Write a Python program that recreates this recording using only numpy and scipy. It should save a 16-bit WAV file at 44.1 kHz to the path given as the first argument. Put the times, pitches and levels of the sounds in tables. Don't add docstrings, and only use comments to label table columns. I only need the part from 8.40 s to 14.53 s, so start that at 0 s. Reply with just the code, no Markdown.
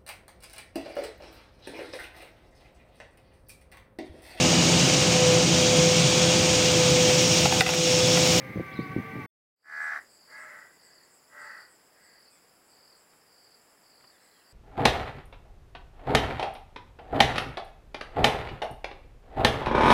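import sys
import numpy as np
from scipy import signal
from scipy.fft import rfft, irfft, next_fast_len
from scipy.io import wavfile
from scipy.ndimage import uniform_filter1d, map_coordinates

SR = 44100
rng = np.random.default_rng(int(sys.argv[2]) if len(sys.argv) > 2 else 0)


def inscribe(sig):
    pcm = np.round(np.clip(np.atleast_2d(sig).T, -1, 1) * 32767)
    wavfile.write(sys.argv[1], SR, pcm.astype(np.int16))


N = 270156
CUT_S, FADE_START_S, FADE_END_S = .857, 1.142, 1.39


def amp(db):
    return 10 ** (np.asarray(db) / 20)


def unit_rms(x):
    return x / np.sqrt(np.mean(x ** 2) + 1e-20)


def clock():
    return np.arange(N) / SR


def along(points, hz):
    freqs, values = np.transpose(points)
    return np.interp(np.log(hz + 1), np.log(freqs + 1), values)


def gate(start_s, end_s, edge_s):
    return np.clip(1 + np.minimum(clock() - start_s, end_s - clock()) / edge_s, 0, 1)


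def wobble(knots_per_s):
    return map_coordinates(rng.standard_normal(int(N * knots_per_s / SR) + 4), [clock() * knots_per_s])


def filtered(x, response):
    size = next_fast_len(N + SR // 2)
    return irfft(rfft(x, size) * response(np.fft.rfftfreq(size, 1 / SR)), size)[:N]


def noise(spectrum):
    return unit_rms(filtered(rng.standard_normal(N), lambda hz: amp(along(spectrum, hz))))


def tone(hz):
    return np.sqrt(2) * np.sin(2 * np.pi * np.cumsum(hz) / SR)


def add(track, at_s, sound):
    start = int(np.clip(round(at_s * SR), 0, N))
    track[start:start + len(sound)] += sound[:N - start]


# frequency in Hz, seconds for the echo to fall 60 dB at size 1.
SCATTER_DECAY = [(300, 0.1), (2000, 0.64), (10000, 0.048)]

def outdoors(x, wet_db, size=1):
    hz, t, spectra = signal.stft(rng.standard_normal(SR // 2), SR, nperseg=256)
    t60_s = size * along(SCATTER_DECAY, hz)[:, None]
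    tail = signal.istft(spectra * amp(-60 * t / t60_s), SR, nperseg=256)[1]
    echo = signal.fftconvolve(x, tail / np.linalg.norm(tail))[:N]
    return (x + amp(wet_db) * echo) / np.hypot(1, amp(wet_db))


# frequency in Hz, relative density in dB.
DIN_SPECTRUM = [(40, -40.5), (120, 5), (500, -8), (900, -11.5), (1400, -12), (1800, -8), (2100, 1.5),
                (2340, -3.5), (2500, -16), (3300, -21), (4500, -25.5), (7000, -37), (15500, -30.5)]

def village_din():
    return amp(-44.5) * noise(DIN_SPECTRUM)


# time in seconds, pitch in Hz.
DRONE_PITCH = [(0.08, 397.6), (0.118, 404.6), (0.15, 394.4), (0.468, 376.4), (0.526, 383.8), (0.78, 387.7),
               (0.82, 378.5)]
# harmonic number, relative level in dB.
DRONE_HARMONICS = [(2, -7), (3, 0), (4, -8), (5, -13), (6, -7.5), (7, -18)]
# start and end in seconds, pitch in Hz, level in dB, its octave's relative level in dB.
HUMS = [(0, .2, 523, -50.5, -20), (.24, 0.357, 520, -56, -17), (0.438, 0.711, 453.2, -52, -18),
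        (.73, .86, 432.2, -54, 1)]

def drone(held_db=-48.5, swell_db=8, swell_s=.33, echo_s=.13):
    hz = np.interp(clock(), *np.transpose(DRONE_PITCH)) * (1 + .009 * wobble(28))
    envelope = amp(held_db - swell_db * np.clip(1 - clock() / swell_s, 0, 1))
    direct = envelope * sum(amp(db + 2.2 * wobble(16.3)) * tone(k * hz) for k, db in DRONE_HARMONICS)
    waver = 1 + .011 * wobble(22)
    for start, end, hum_hz, db, octave_db in HUMS:
        hum = tone(hum_hz * waver) + amp(octave_db) * tone(2 * hum_hz * waver)
        direct += amp(db) * gate(start, end, .03) * hum
    echo = amp(-10) * np.pad(direct, (int(echo_s * SR), 0))[:N]
    return outdoors(direct + echo, wet_db=-11)


def eddy(db, hz):
    cycles = hz * np.arange(SR // 20) / SR
    envelope = (1 - np.exp(-cycles / .094)) * np.exp(-(cycles / .98) ** 2)
    return amp(db + 2.5) * envelope * np.sin(2 * np.pi * cycles)


# frequency in Hz, relative density in dB.
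RUMBLE_SPECTRUM = [(40, -45), (75, -2), (120, 8), (270, 2), (500, -10.5), (900, -48.5)]
# start in seconds, strength in dB, pitch in Hz, flutter in seconds, flutter strength in dB.
GUSTS = [(.158, -21.5, 243, .056, -21), (.391, -18.5, 235, .025, -25), (.503, -26.5, 173, .012, -32.5),
         (.563, -13.5, 242, .04, -22), (.755, -25.5, 229.3, .045, -31)]

def wind(eddy_gap_s=.0088, pitch_spread=.3):
    pushes, wakes = np.zeros(N), np.zeros(N)
    t = np.arange(SR // 10) / SR
    for start, db, hz, flutter_s, flutter_db in GUSTS:
        add(pushes, start, eddy(db, hz))
        add(wakes, start, amp(db - 17 - 60 * t / .12))
        for k, (late, size, pitch) in enumerate(rng.standard_normal((8, 3)), 1):
            if k * eddy_gap_s < flutter_s:
                flutter = eddy(flutter_db - 2 + size, hz * np.exp(pitch_spread * pitch))
                add(pushes, start + k * eddy_gap_s + .0022 * late, flutter)
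    thumps = filtered(pushes, lambda hz: (1j * hz / (55 + 1j * hz)) ** 3)
    rumble = (amp(-45 + 2 * wobble(18)) + wakes) * noise(RUMBLE_SPECTRUM)
    return filtered(thumps + rumble, lambda hz: 1 / (1 + (hz / 1000) ** 4))


def chip(top_hz, end_hz, length_s):
    u = np.linspace(0, 1, max(int(length_s * SR), 8))
    hz = (top_hz + (end_hz - top_hz) * u) * rng.normal(1, .012)
    return tone(hz) * np.sin(np.pi * u)


def ticking_bird(first_s=.046, period_s=.107, gap_s=.02):
    out = np.zeros(N)
    for start in np.arange(first_s, CUT_S, period_s):
        for k in range(3):
            add(out, start + k * gap_s, amp(rng.normal(-68.5, 1.93)) * chip(6400, 5800, .012))
    return out


# start and length in seconds, first and last pitch in Hz, relative level in dB.
WHISTLES = [(.312, .035, 3300, 5540, -58.5), (.352, .034, 4050, 3600, -51.5), (.39, .045, 4050, 5000, -57),
            (3.87, .115, 2600, 1950, -72.5), (3.92, 0.065, 3500, 3450, -78),
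            (5.714, 0.056, 3730, 3250, -75), (5.93, 0.1, 3335, 2450, -76)]

def whistles(glide_power=2.2):
    out = np.zeros(N)
    for start, length, first_hz, last_hz, db in WHISTLES:
        u = np.clip((clock() - start) / length, 0, 1)
        quaver = .004 if start > CUT_S else .035
        hz = (first_hz + (last_hz - first_hz) * u ** glide_power) * (1 + quaver * wobble(400))
        out += amp(db) * tone(hz) * np.clip(3 * np.sin(np.pi * u), 0, 1)
    return outdoors(out, wet_db=-5)


# centre in Hz, width in Hz, level in dB.
INSECT_BANDS = [(4926, 585, -68), (7590, 870, -68.5), (9990, 780, -72.5)]

def insects(chirps_per_s=10.5):
    chorus = np.zeros(N)
    for centre, width, db in INSECT_BANDS:
        band = filtered(rng.standard_normal(N), lambda hz: 1 / (1 + ((hz - centre) / width) ** 2) ** 2)
        chorus += unit_rms(band) * amp(db + 1.5 * wobble(45))
    chirps = np.sin(np.pi * (chirps_per_s * clock() + .15 * wobble(3))) ** 6
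    cricket = amp(-72.5) * chirps * noise([(4900, -54), (5250, -2), (5600, -50)])
    return chorus + cricket


# frequency in Hz, relative density in dB.
AIR_SPECTRUM = [(30, -16), (150, -5.5), (500, -0.5), (1900, -6.5), (3200, -15), (6000, -31)]
HISS_SPECTRUM = [(1500, -11.5), (3500, -4), (6000, -3.5), (11000, 3)]

def field_air():
    return amp(-62 + wobble(6.9) / 2) * noise(AIR_SPECTRUM) + amp(-67) * noise(HISS_SPECTRUM)


TRILL_STARTS_S = [1.1, 1.683, 2.362, 2.983, 3.61, 4.282, 4.875, 5.43, 6.04]

def trills(length_s=.265, rise_db=8, slowing=.32):
    out = np.zeros(N)
    for start in TRILL_STARTS_S:
        for u in np.linspace(0, 1, 14):
            at_s = start + length_s * (u - slowing * u * (1 - u))
            db = rng.normal(-56, 1.06) - rise_db * (1 - u) ** 2
            add(out, at_s, amp(db) * chip(5227, 4203, .0156))
    return outdoors(out, wet_db=-1.5, size=.55)


def rattle(pulse_hz, fray, jitter_s, rasp_share, lead_db):
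    cycle = np.cumsum(pulse_hz) / SR
    beats_s = np.interp(np.arange(1, int(cycle[-1])), cycle, clock())
    spread_s = jitter_s * (1 + 4 * np.interp(beats_s, clock(), fray))
    pulses = np.zeros(N)
    for lead_s, db in ((0, 0), (.0046, lead_db)):
        slip, scatter_db = rng.standard_normal((SR // 50, 2))[:len(beats_s)].T
        samples = np.clip((beats_s - lead_s + spread_s * slip) * SR, 0, N - 1).astype(int)
        pulses += np.bincount(samples, amp(db + scatter_db), N)
    rasp = unit_rms(rng.standard_normal(N) * np.exp(-2 * (cycle % 1)))
    share = np.clip(rasp_share + fray / 2, 0, 1)
    voice = np.sqrt(1 - share) * unit_rms(pulses) + np.sqrt(share) * rasp
    voiced = lambda hz: 1 / (1 + (hz / 2900) ** 12)
    return filtered(voice, voiced) + filtered(rasp, lambda hz: 1 - voiced(hz))


# frequency in Hz, relative gain in dB.
CAW_COLOUR = [(200, -24), (600, -4.5), (1050, -3), (1600, -2.5), (2400, -1), (3300, -7.5), (5800, 2),
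              (9000, -11)]

def ring_throat(voice, throat, stretch):
    def response(hz):
        f = hz / stretch
        ring = sum((-1) ** k * amp(db) * 1j * f * width / (centre ** 2 - f ** 2 + 1j * f * width)
                   for k, (centre, width, db) in enumerate(throat))
        sweep = np.exp(-1j * np.pi * (hz / 620) ** 2)
        return ring * amp(along(CAW_COLOUR, hz)) * sweep
    return unit_rms(filtered(voice, response))


def caw(row, throat, sag_hz_per_s=33, arch_s=.05, closing_hz=8.5, **texture):
    start, length, top_hz, top_s, db, attack, swell, release = row
    t = np.clip(clock() - start, 0, length)
    sag_hz = sag_hz_per_s * (np.hypot(t - top_s, arch_s) - arch_s)
    edges = np.clip(t / attack, 0, 1) * np.clip((length - t) / release, 0, 1)
    envelope = amp(db + swell * (t - attack)) * np.sin(edges * np.pi / 2) ** 1.61
    voice = rattle(top_hz - sag_hz, fray=(t / length) ** 5, **texture)
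    opening = np.sin(np.clip(1 - sag_hz / closing_hz, 0, 1) * np.pi / 2) ** 2
    stretch = np.sqrt(top_hz / 78)
    beak_open = ring_throat(voice, throat, stretch)
    beak_closed = ring_throat(voice, throat, .957 * stretch)
    return envelope * (opening * beak_open + (1 - opening) * beak_closed)


# resonance and width in Hz before stretching, gain in dB.
NEAR_THROAT = [(780, 88, -14), (1191, 80, -8), (1468, 114, -5), (1620, 77, 1.5), (1698, 78.5, 3),
               (2025, 58, -4), (2144, 78, -13.5), (2510, 42, -25)]
FAR_THROAT = [(600, 66, -6), (910, 200, -9.5), (1380, 270, -3.5), (1627, 82, 5), (2004, 148, 2.5),
              (2138, 198, -6)]
# crow, start and length in seconds, top pulse rate in Hz, seconds to that top,
# level in dB, attack in seconds, swell in dB per second, release in seconds.
CAWS = [ ("near", 1.2206, 0.39, 77.4, .188, -34, 0.22, 19.6, 0.058),
        ("far", 1.848, 0.51, 79.8, .09, -47.5, 0.16, -19, 0.24),
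        ("farthest", 2.38, 0.35, 78, .12, -66.5, 0.057, -12, .08),
        ("far", 2.871, 0.44, 74.2, .11, -47, 0.2, -15.5, .21),
        ("farthest", 3.51, 0.35, 78, .12, -63.5, 0.095, -15, .12),
        ("farthest", 5.62, 0.55, 78, .2, -70, .11, -1, .08)]

def crows():
    def calls(crow, throat, **texture):
        return sum(caw(row, throat, **texture) for who, *row in CAWS if who == crow)
    near = calls("near", NEAR_THROAT, jitter_s=.00002, rasp_share=.05, lead_db=-5)
    far = calls("far", FAR_THROAT, jitter_s=.00005, rasp_share=.32, lead_db=-3)
    farthest = calls("farthest", FAR_THROAT[3:], jitter_s=.0001, rasp_share=.51, lead_db=-8)
    return outdoors(near, wet_db=-15, size=.45) + outdoors(far + farthest, wet_db=-3, size=.7)


# middle of the first buzz in seconds, number of buzzes, relative level in dB.
BUZZ_BOUTS = [(1.45, 3, -60), (2.465, 4, -60), (3.655, 2, -61), (4.318, 2, -64.5), (5.85, 2, -64.5)]

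def buzzes(period_s=.286, half_length_s=.043):
    out = np.zeros(N)
    for first_s, count, db in BUZZ_BOUTS:
        for middle_s in first_s + period_s * np.arange(count):
            for u in np.linspace(-1, 1, 17):
                hz = 8100 - 400 * (u + .45) ** 2
                click_db = db + 4 - 4.6 * u ** 2 + rng.normal(0, 1.3)
                add(out, middle_s + half_length_s * u, amp(click_db) * chip(hz + 600, hz - 600, .003))
    return out


# start and end in seconds, level in dB, pitch in Hz, spacing in seconds, surge in dB.
CHATTER_RUNS = [(1.628, 3.05, -66, 7180, .012, 4.5), (5.779, 6, -61.5, 4380, 0.027, 0)]

def chatter(surges_per_s=11):
    out = np.zeros(N)
    for start, end, db, hz, spacing, surge_db in CHATTER_RUNS:
        for at_s in np.arange(start, end, spacing):
            tick_db = db + surge_db * np.cos(2 * np.pi * surges_per_s * at_s) + rng.normal(0, 1.2)
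            add(out, at_s + rng.normal(0, .003), amp(tick_db) * chip(hz + 650, hz - 650, .0071))
    return out


# time of the peak in seconds, level in dB.
TAPS = [(4.735, -57), (5.61, -54.5), (5.644, -51)]

def taps(t60_s=.037):
    envelope = sum(amp(db - 60 * np.abs(clock() - at_s) / t60_s) for at_s, db in TAPS)
    return envelope * noise([(600, -12), (1200, -3), (3000, -17), (8000, -38.5)])


def noise_reduction(x, open_db=-50, depth_db=2.5, slope=.67):
    level_db = 10 * np.log10(np.abs(uniform_filter1d(x ** 2, SR // 10)) + 1e-20)
    return x * amp(np.clip(slope * (level_db - open_db), -depth_db, 0))


def scene():
    birds = whistles()
    rooftop = village_din() + drone() + wind() + ticking_bird() + birds
    buzzing = outdoors(buzzes() + chatter(), wet_db=-5.5)
    field = insects() + field_air() + trills() + buzzing + taps() + amp(3) * birds
    fade_in = np.clip((clock() - FADE_START_S) / (FADE_END_S - FADE_START_S), 0, 1) ** 2
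    return (gate(0, CUT_S, .007) * rooftop + noise_reduction(fade_in * field + crows()))[None]


def record(dry):
    return filtered(dry[0], lambda hz: hz < 15850)[None]


dry = scene()
out = record(dry)
inscribe(out)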